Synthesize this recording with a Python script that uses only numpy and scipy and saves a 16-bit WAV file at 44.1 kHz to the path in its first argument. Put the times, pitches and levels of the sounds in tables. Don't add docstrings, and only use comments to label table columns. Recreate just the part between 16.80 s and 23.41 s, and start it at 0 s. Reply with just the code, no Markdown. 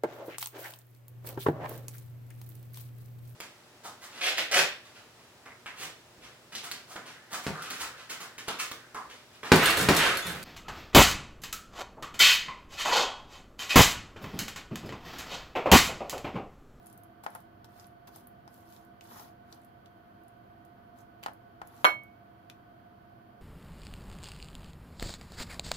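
import sys
import numpy as np
from scipy import signal
from scipy.fft import rfft, irfft
from scipy.io import wavfile
from scipy.ndimage import uniform_filter1d, minimum_filter1d

SR = 44100
rng = np.random.default_rng(int(sys.argv[2]) if len(sys.argv) > 2 else 0)


def transcribe(u):
    v = np.clip(np.atleast_2d(u).T, -1, 1)
    q = np.round(v * 32767).astype(np.int16)
    wavfile.write(sys.argv[1], SR, q)


N = 291501

# f/Hz, level/dB, t60 without food damping/s, left-right/dB
PLATE_MODES = [(314.4, -38, 0.37, -0.5), (607, -29.5, 0.14, -1.5), (816, -35, 0.18, -2),
               (990, -36.5, 0.13, -7), (1186, -17, 0.13, -5.5), (1196, -23.5, 0.23, -0.5),
               (1490, -19, 0.11, 8.5), (1603, -29, 0.17, -2), (1800, -35, .14, 0), (2220, -20, .33, -6.5),
               (3127, -32.5, .28, -2.5), (4182, -31.5, .2, 1.5), (5394, -41, .17, -1), (6290, -44, .14, 3),
               (6830, -42, .16, 1), (7060, -48, .16, 0), (3167, -22.5, 0.029, -22.5), (8360, -46, 0.14, 2),
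               (9290, -54, .16, 2), (9800, -48.5, .15, -3.5), (11260, -52.5, 0.11, -6.5),
               (12500, -44, 0.092, 1), (14500, -46, .16, 0)]
# start/s, fastest/s, end/s, level/dB, drag offset/dB
FORK_STROKES = [(0, 0.068, 0.26, -69, -3), (0.466, .54, 0.69, -67.5, 4.5), (0.878, 1.0, 1.14, -65, 1.5),
                (1.31, 1.358, 1.48, -62, -2), (1.675, 1.781, 1.86, -66, -6),
                (1.824, 1.923, 2.114, -63.5, -4.5), (2.217, 2.394, 2.536, -55, -0.5),
                (2.654, 2.703, 2.95, -71.5, 5), (4.147, 4.198, 4.27, -69, 1),
                (4.847, 5.024, 5.08, -64.5, 3)]


def amp(db):
    return 10 ** (np.asarray(db) / 20)


def unit(x):
    return x / np.sqrt(np.mean(x ** 2) + 1e-20)


def curve(points, hz):
    f, value = np.transpose(points)
    return np.interp(np.log(hz + 1), np.log(f + 1), value)


def sides(pan_db):
    return amp(np.array([[.5], [-.5]]) * pan_db)


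def add(mix, start_s, sound):
    part = mix[:, max(round(start_s * SR), 0):][:, :sound.shape[-1]]
    part += sound[..., :part.shape[1]]


def colour(x, points):
    hz = np.fft.rfftfreq(x.shape[-1], 1 / SR)
    return irfft(rfft(x) * amp(curve(points, hz)), x.shape[-1])


def pulse(shape_db, size=2048):
    hz = abs(np.fft.fftfreq(size, 1 / SR))
    log_gain = np.log(amp(np.maximum(shape_db(hz), -100)))
    click = np.fft.ifft(np.exp(np.conj(signal.hilbert(log_gain)))).real[:size // 2]
    return click / abs(click).max()


def delay_right(x, lag_s):
    turn = np.exp(-2j * np.pi * np.fft.rfftfreq(N, 1 / SR) * lag_s)
    return np.array([x[0], irfft(rfft(x[1]) * turn, N)])


def room(x, wet_db, early_db, early_s):
    # f/Hz, t60/s
    decay = [(150, 0.21), (500, 0.271), (1200, 0.19), (3000, 0.18), (7000, 0.19), (15000, 0.22)]
    age = np.arange(SR // 2) / SR
    echoes = rng.choice([-1., 1.], (2, len(age))) * (rng.random((2, len(age))) < .12)
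    early = rng.standard_normal(echoes.shape) * np.exp(-age / early_s) * (age > .0015)
    build_up = np.clip(age / 0.0093 - .3, 0, 1)
    hz, t, spectra = signal.stft(echoes * build_up, SR, nperseg=256)
    fade = amp(-60 * t / curve(decay, hz)[:, None])
    tail = signal.istft(spectra * fade, SR, nperseg=256)[1][:, :len(age)]
    response = amp(wet_db) * tail / np.linalg.norm(tail[0])
    response += amp(early_db) * early / np.linalg.norm(early[0])
    return x + signal.fftconvolve(x, response, axes=1)[:, :N]


def appliance(air_db=-59, pan_db=-2, left_lag_s=0.00043):
    # f/Hz, relative level/dB
    air_spectrum = [(15, -38.5), (25, -17), (108, -3), (153, -7), (190, -5.5), (326, -7.5), (476, -12),
                    (641, -11), (695, -4.5), (863, -18.5), (1480, -16), (2160, -24.5), (8140, -48),
                    (14000, -36), (16000, -37)]
    # f/Hz, correlation
    coherence = [(60, 0.92), (130, 0.82), (290, 0.97), (640, -0.37), (1410, -0.087), (3100, 0.13),
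                 (6820, 0.0051), (15000, -0.092)]
    # f/Hz, width/Hz, level re room noise/dB
    drone_bands = [(125, 24, 4.5), (240, 15, 3), (331.7, 17, 7), (678, 51, 6.5), (1078, 480, 4),
                   (1494, 17, 12), (3160, 350, 5.5), (4520, 820, 3.5)]
    # f/Hz, level/dB, left-right/dB
    hum_lines = [(100.6, -70.5, 5), (198.2, -69, 5), (246, -76, 1), (330, -70.5, 3.5),
                 (704.4, -64.5, -10.5), (916, -76.5, -5), (1155, -78, 10.5), (1515, -77, -10)]
    hz, t = np.fft.rfftfreq(N, 1 / SR), np.arange(N) / SR
    left, other = rfft(rng.standard_normal((2, N)))
    same = curve(coherence, hz)
    right = same * left + np.sqrt(1 - same ** 2) * other
    noise = np.array([left, right]) * amp(curve(air_spectrum, hz))
    drone_power = sum(amp(db) ** 2 / (1 + (2 * (hz - f) / width) ** 2) ** 1.8
                      for f, width, db in drone_bands)
    air = amp(air_db) * irfft(noise * np.sqrt(1 + drone_power), N) / irfft(noise, N).std()
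    arrival = t - np.array([[left_lag_s], [0]])
    hum = sum(sides(pan) * amp(db) * np.sqrt(2) * np.sin(2 * np.pi * (f * arrival + rng.random()))
              for f, db, pan in hum_lines)
    return sides(pan_db) * (air + hum)


def plate_ring(corner_hz, damping, bass_hz=260):
    t = np.arange(SR // 2) / SR
    tone = np.zeros((2, len(t)))
    for hz, db, t60, pan in PLATE_MODES:
        mode = amp(db - 60 * t * damping / t60) * np.sin(2 * np.pi * hz * t)
        tone += sides(pan) * mode / (1 + (hz / corner_hz) ** 4)
    return signal.sosfilt(signal.butter(2, bass_hz, "highpass", fs=SR, output="sos"), tone)


def plate_gain_db(hz, width=0.018, valley_db=-12):
    peaks = sum(1 / (1 + ((hz - f) / (width * f)) ** 2) ** 2 for f, *_ in PLATE_MODES)
    treble = np.clip((hz - 4300) / 900, 0, 1)
    return treble * 10 * np.log10(amp(valley_db) ** 2 + peaks)


def plate_knocks(ring_db=-7, damping=1.6, cushion=0.43):
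    # t/s, level/dB, low-pass corner/Hz, left-right/dB
    blows = [(0.4378, -41, 1400, 5), (0.4639, -21.5, 2000, 3.5), (0.5518, -33, 1480, -5.5),
             (0.5575, -35, 1260, 7), (1.29, -46, 1400, 5), (1.3615, -46, 890, 8), (1.6772, -41, 900, 2),
             (4.4618, -20.5, 2700, -0.5), (4.4838, -30.5, 1600, -1), (4.8166, -28.5, 1900, 2.5)]
    # f/Hz, level/dB
    spectrum = [(80, -28), (250, -5), (480, -5.5), (660, 10), (950, 7), (1300, 6), (1900, 1.5), (2700, -11),
                (5000, -13.5), (8000, -17), (15000, -12)]
    out = np.zeros((2, N))
    for s, db, corner_hz, pan in blows:
        blow = pulse(lambda f: curve(spectrum, f) - 10 * np.log10(1 + (f / corner_hz) ** 2))
        add(out, s, amp(db) * sides(pan) * blow)
        add(out, s, amp(db + ring_db) * sides(pan) * plate_ring(corner_hz * cushion, damping))
    return room(out, wet_db=-6.5, early_db=-0.5, early_s=0.0039)


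def fork_clink(crack_db=-1):
    # t/s, level/dB, left-right/dB
    contacts = [(5.045, -2, 2), (5.05, -1.5, -9), (5.0530, -4.5, -3.5), (5.0571, -9.5, 3),
                (5.067, -15, -1.5), (5.105, -23, 4)]
    # f/Hz, level/dB
    spectrum = [(40, -48.5), (140, -35), (280, -19), (500, -2), (1100, 5), (1700, 1.5), (2500, -5.5),
                (3400, -13), (4600, -19), (6800, -21.5), (8000, -27), (12500, -18.5), (14800, -22),
                (15800, -41)]
    cracks, tone = np.zeros((2, N)), np.zeros((2, N))
    crack = pulse(lambda f: curve(spectrum, f) + plate_gain_db(f))
    for s, db, pan in contacts:
        add(cracks, s, amp(db + crack_db) * sides(pan) * crack)
    hardest_s = max(contacts, key=lambda row: row[1])[0]
    add(tone, hardest_s, plate_ring(corner_hz=30000, damping=1))
    tone = delay_right(tone, lag_s=.00024)
    return (room(cracks, wet_db=-8.5, early_db=-7.5, early_s=0.0032)
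            + room(tone, wet_db=-16.5, early_db=-22, early_s=.009))


def snaps(rows, gain_db, spray_db, spray_s, q, pan_db):
    out, t = np.zeros((2, N)), np.arange(SR // 50) / SR
    for s, db, hz in rows:
        click = pulse(lambda f: -10 * np.log10(1 + (q * (f / hz - hz / (f + 1))) ** 2))
        spray = rng.standard_normal((2, len(t))) * np.exp(-t / spray_s)
        spray *= amp(spray_db) / np.linalg.norm(spray, axis=1, keepdims=True)
        spray[:, 0] = 1
        snap = signal.fftconvolve(spray, click[None], axes=1)
        add(out, s, amp(db + gain_db) * sides(pan_db) * snap / abs(snap).max())
    return out


def tine_taps():
    # t/s, level/dB, centre f/Hz
    taps = [(0.845, -44.5, 4630), (0.998, -40.5, 4840), (1.0442, -44, 3050), (1.6776, -47, 5100),
            (1.9244, -49, 3800), (1.9644, -48, 4250), (2.2098, -38, 2960), (2.3965, -37.5, 5560),
            (2.7262, -38.5, 4840), (3.0595, -48, 3260), (4.4308, -34.5, 2570), (4.4363, -30, 2190),
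            (4.4618, -33, 3160), (5.699, -33.5, 2600)]
    return snaps(taps, gain_db=1, spray_db=5.5, spray_s=0.0011, q=2.47, pan_db=3)


def film_ticks():
    # t/s, level/dB, centre f/Hz
    ticks = [(0.0608, -45.5, 11300), (0.0687, -40.5, 10700), (0.1002, -52, 9720), (0.1286, -45.5, 11400),
             (0.177, -43, 12400), (0.2356, -45, 11800), (0.5037, -46, 11200), (0.5506, -36, 10400),
             (0.605, -50, 12200), (1.069, -47, 11200), (1.3608, -37.5, 11500), (1.4721, -41.5, 12800),
             (1.7429, -47.5, 11100), (2.0502, -52, 12700), (2.2398, -50.5, 9450), (2.7462, -49.5, 10500),
             (2.848, -51.5, 12200), (3.4358, -55, 13400), (3.4823, -52.5, 11200), (3.8508, -51, 11700),
             (4.5343, -48.5, 11200), (4.8738, -42, 12400), (5.235, -47.5, 12600)]
    return snaps(ticks, gain_db=6, spray_db=6.5, spray_s=0.00032, q=4, pan_db=1)


def small_film_ticks(count=4, reach=0.63, spread_db=2.5, centre_hz=9550, spread_oct=.3):
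    rows = []
    for start, fastest, end, *_ in FORK_STROKES:
        early, late = reach * rng.random((count, 2)).T
        size, pitch = rng.standard_normal((count, 2)).T
        times_s = fastest - early * (fastest - start) + late * (end - fastest)
        rows += zip(times_s, spread_db * size, centre_hz * 2 ** (spread_oct * pitch))
    return snaps(rows, gain_db=-53.5, spray_db=0.5, spray_s=0.0004, q=2.55, pan_db=2)


def crackle(spectrum, per_s, spread_db, patchy_db):
    size = amp(spread_db * np.minimum(rng.exponential(1, (3, N)), 4))
    polarity = rng.choice([-1., 1.], (3, N))
    grains = size * polarity * (rng.random((3, N)) < per_s / SR) / np.sqrt(per_s)
    spectra = signal.stft(grains[:2] + 0.63 * grains[2], nperseg=256)[2]
    clumps = uniform_filter1d(rng.standard_normal(spectra.shape[1:]), size=12, axis=0)
    clumps = unit(uniform_filter1d(clumps, size=3, axis=1))
    patchy = signal.istft(spectra * amp(patchy_db * clumps), nperseg=256)[1][:, :N]
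    return unit(colour(patchy, spectrum))


def stroke_envelope(t, start, fastest, end, start_db=-13, end_db=-26.5, roundness=1.5):
    before = np.clip((fastest - t) / (fastest - start), 0, 1)
    after = np.clip((t - fastest) / (end - fastest), 0, 1)
    arch = amp(start_db * before ** roundness + end_db * after ** roundness)
    return uniform_filter1d(arch * (t >= start) * (t <= end), size=600)


def sauce_smears(fizz_db=-0.5, drag_db=2, dab_drag_db=1, dab_rise_s=0.0067):
    # t/s, level/dB
    dabs = [(0.433, -52), (0.841, -60.5), (1.270, -54.5), (4.425, -55.5)]
    # f/Hz, relative level/dB
    fizz_spectrum = [(1500, -26.5), (3000, -5.5), (4500, -2), (6500, -4.5), (8000, -8), (11000, -2),
                     (14500, -0.5), (16000, -6)]
    # f/Hz, relative level/dB
    drag_spectrum = [(60, -21.5), (200, -9), (500, -5), (950, 1.5), (1600, -4), (2600, -14.5),
                     (4200, -16.5), (8000, -38)]
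    t, fizz, drag = np.arange(N) / SR, np.zeros(N), np.zeros(N)
    for start, fastest, end, db, press_db in FORK_STROKES:
        level = amp(db) * stroke_envelope(t, start, fastest, end)
        fizz += amp(fizz_db) * level
        drag += amp(drag_db + press_db) * level
    for s, db in dabs:
        rise = np.maximum(t - s, 0) / dab_rise_s
        squelch = amp(db) * (rise * np.exp(1 - rise)) ** 2
        fizz += squelch
        drag += amp(dab_drag_db) * squelch
    grains_per_s = 270 + 2200 * fizz / amp(-60.5)
    return (fizz * crackle(fizz_spectrum, per_s=grains_per_s, spread_db=4, patchy_db=2.5)
            + drag * crackle(drag_spectrum, per_s=4000, spread_db=2.5, patchy_db=3.5))


def scene():
    background = appliance()
    plate = plate_knocks() + fork_clink()
    spreading = sauce_smears() + film_ticks() + small_film_ticks() + tine_taps()
    near = plate + room(spreading, wet_db=-9.5, early_db=-5, early_s=0.0071)
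    return background + delay_right(near, lag_s=0.000281)


def record(dry):
    ceiling, edge_hz = .9, 15650
    gain = np.minimum(1, ceiling / (abs(dry).max(0) + 1e-9))
    held = dry * uniform_filter1d(minimum_filter1d(gain, size=89), size=89)
    lowpass = signal.firwin(511, edge_hz, window=("kaiser", 8), fs=SR)
    return signal.oaconvolve(held, lowpass[None], "same")


dry = scene()
out = record(dry)
transcribe(out)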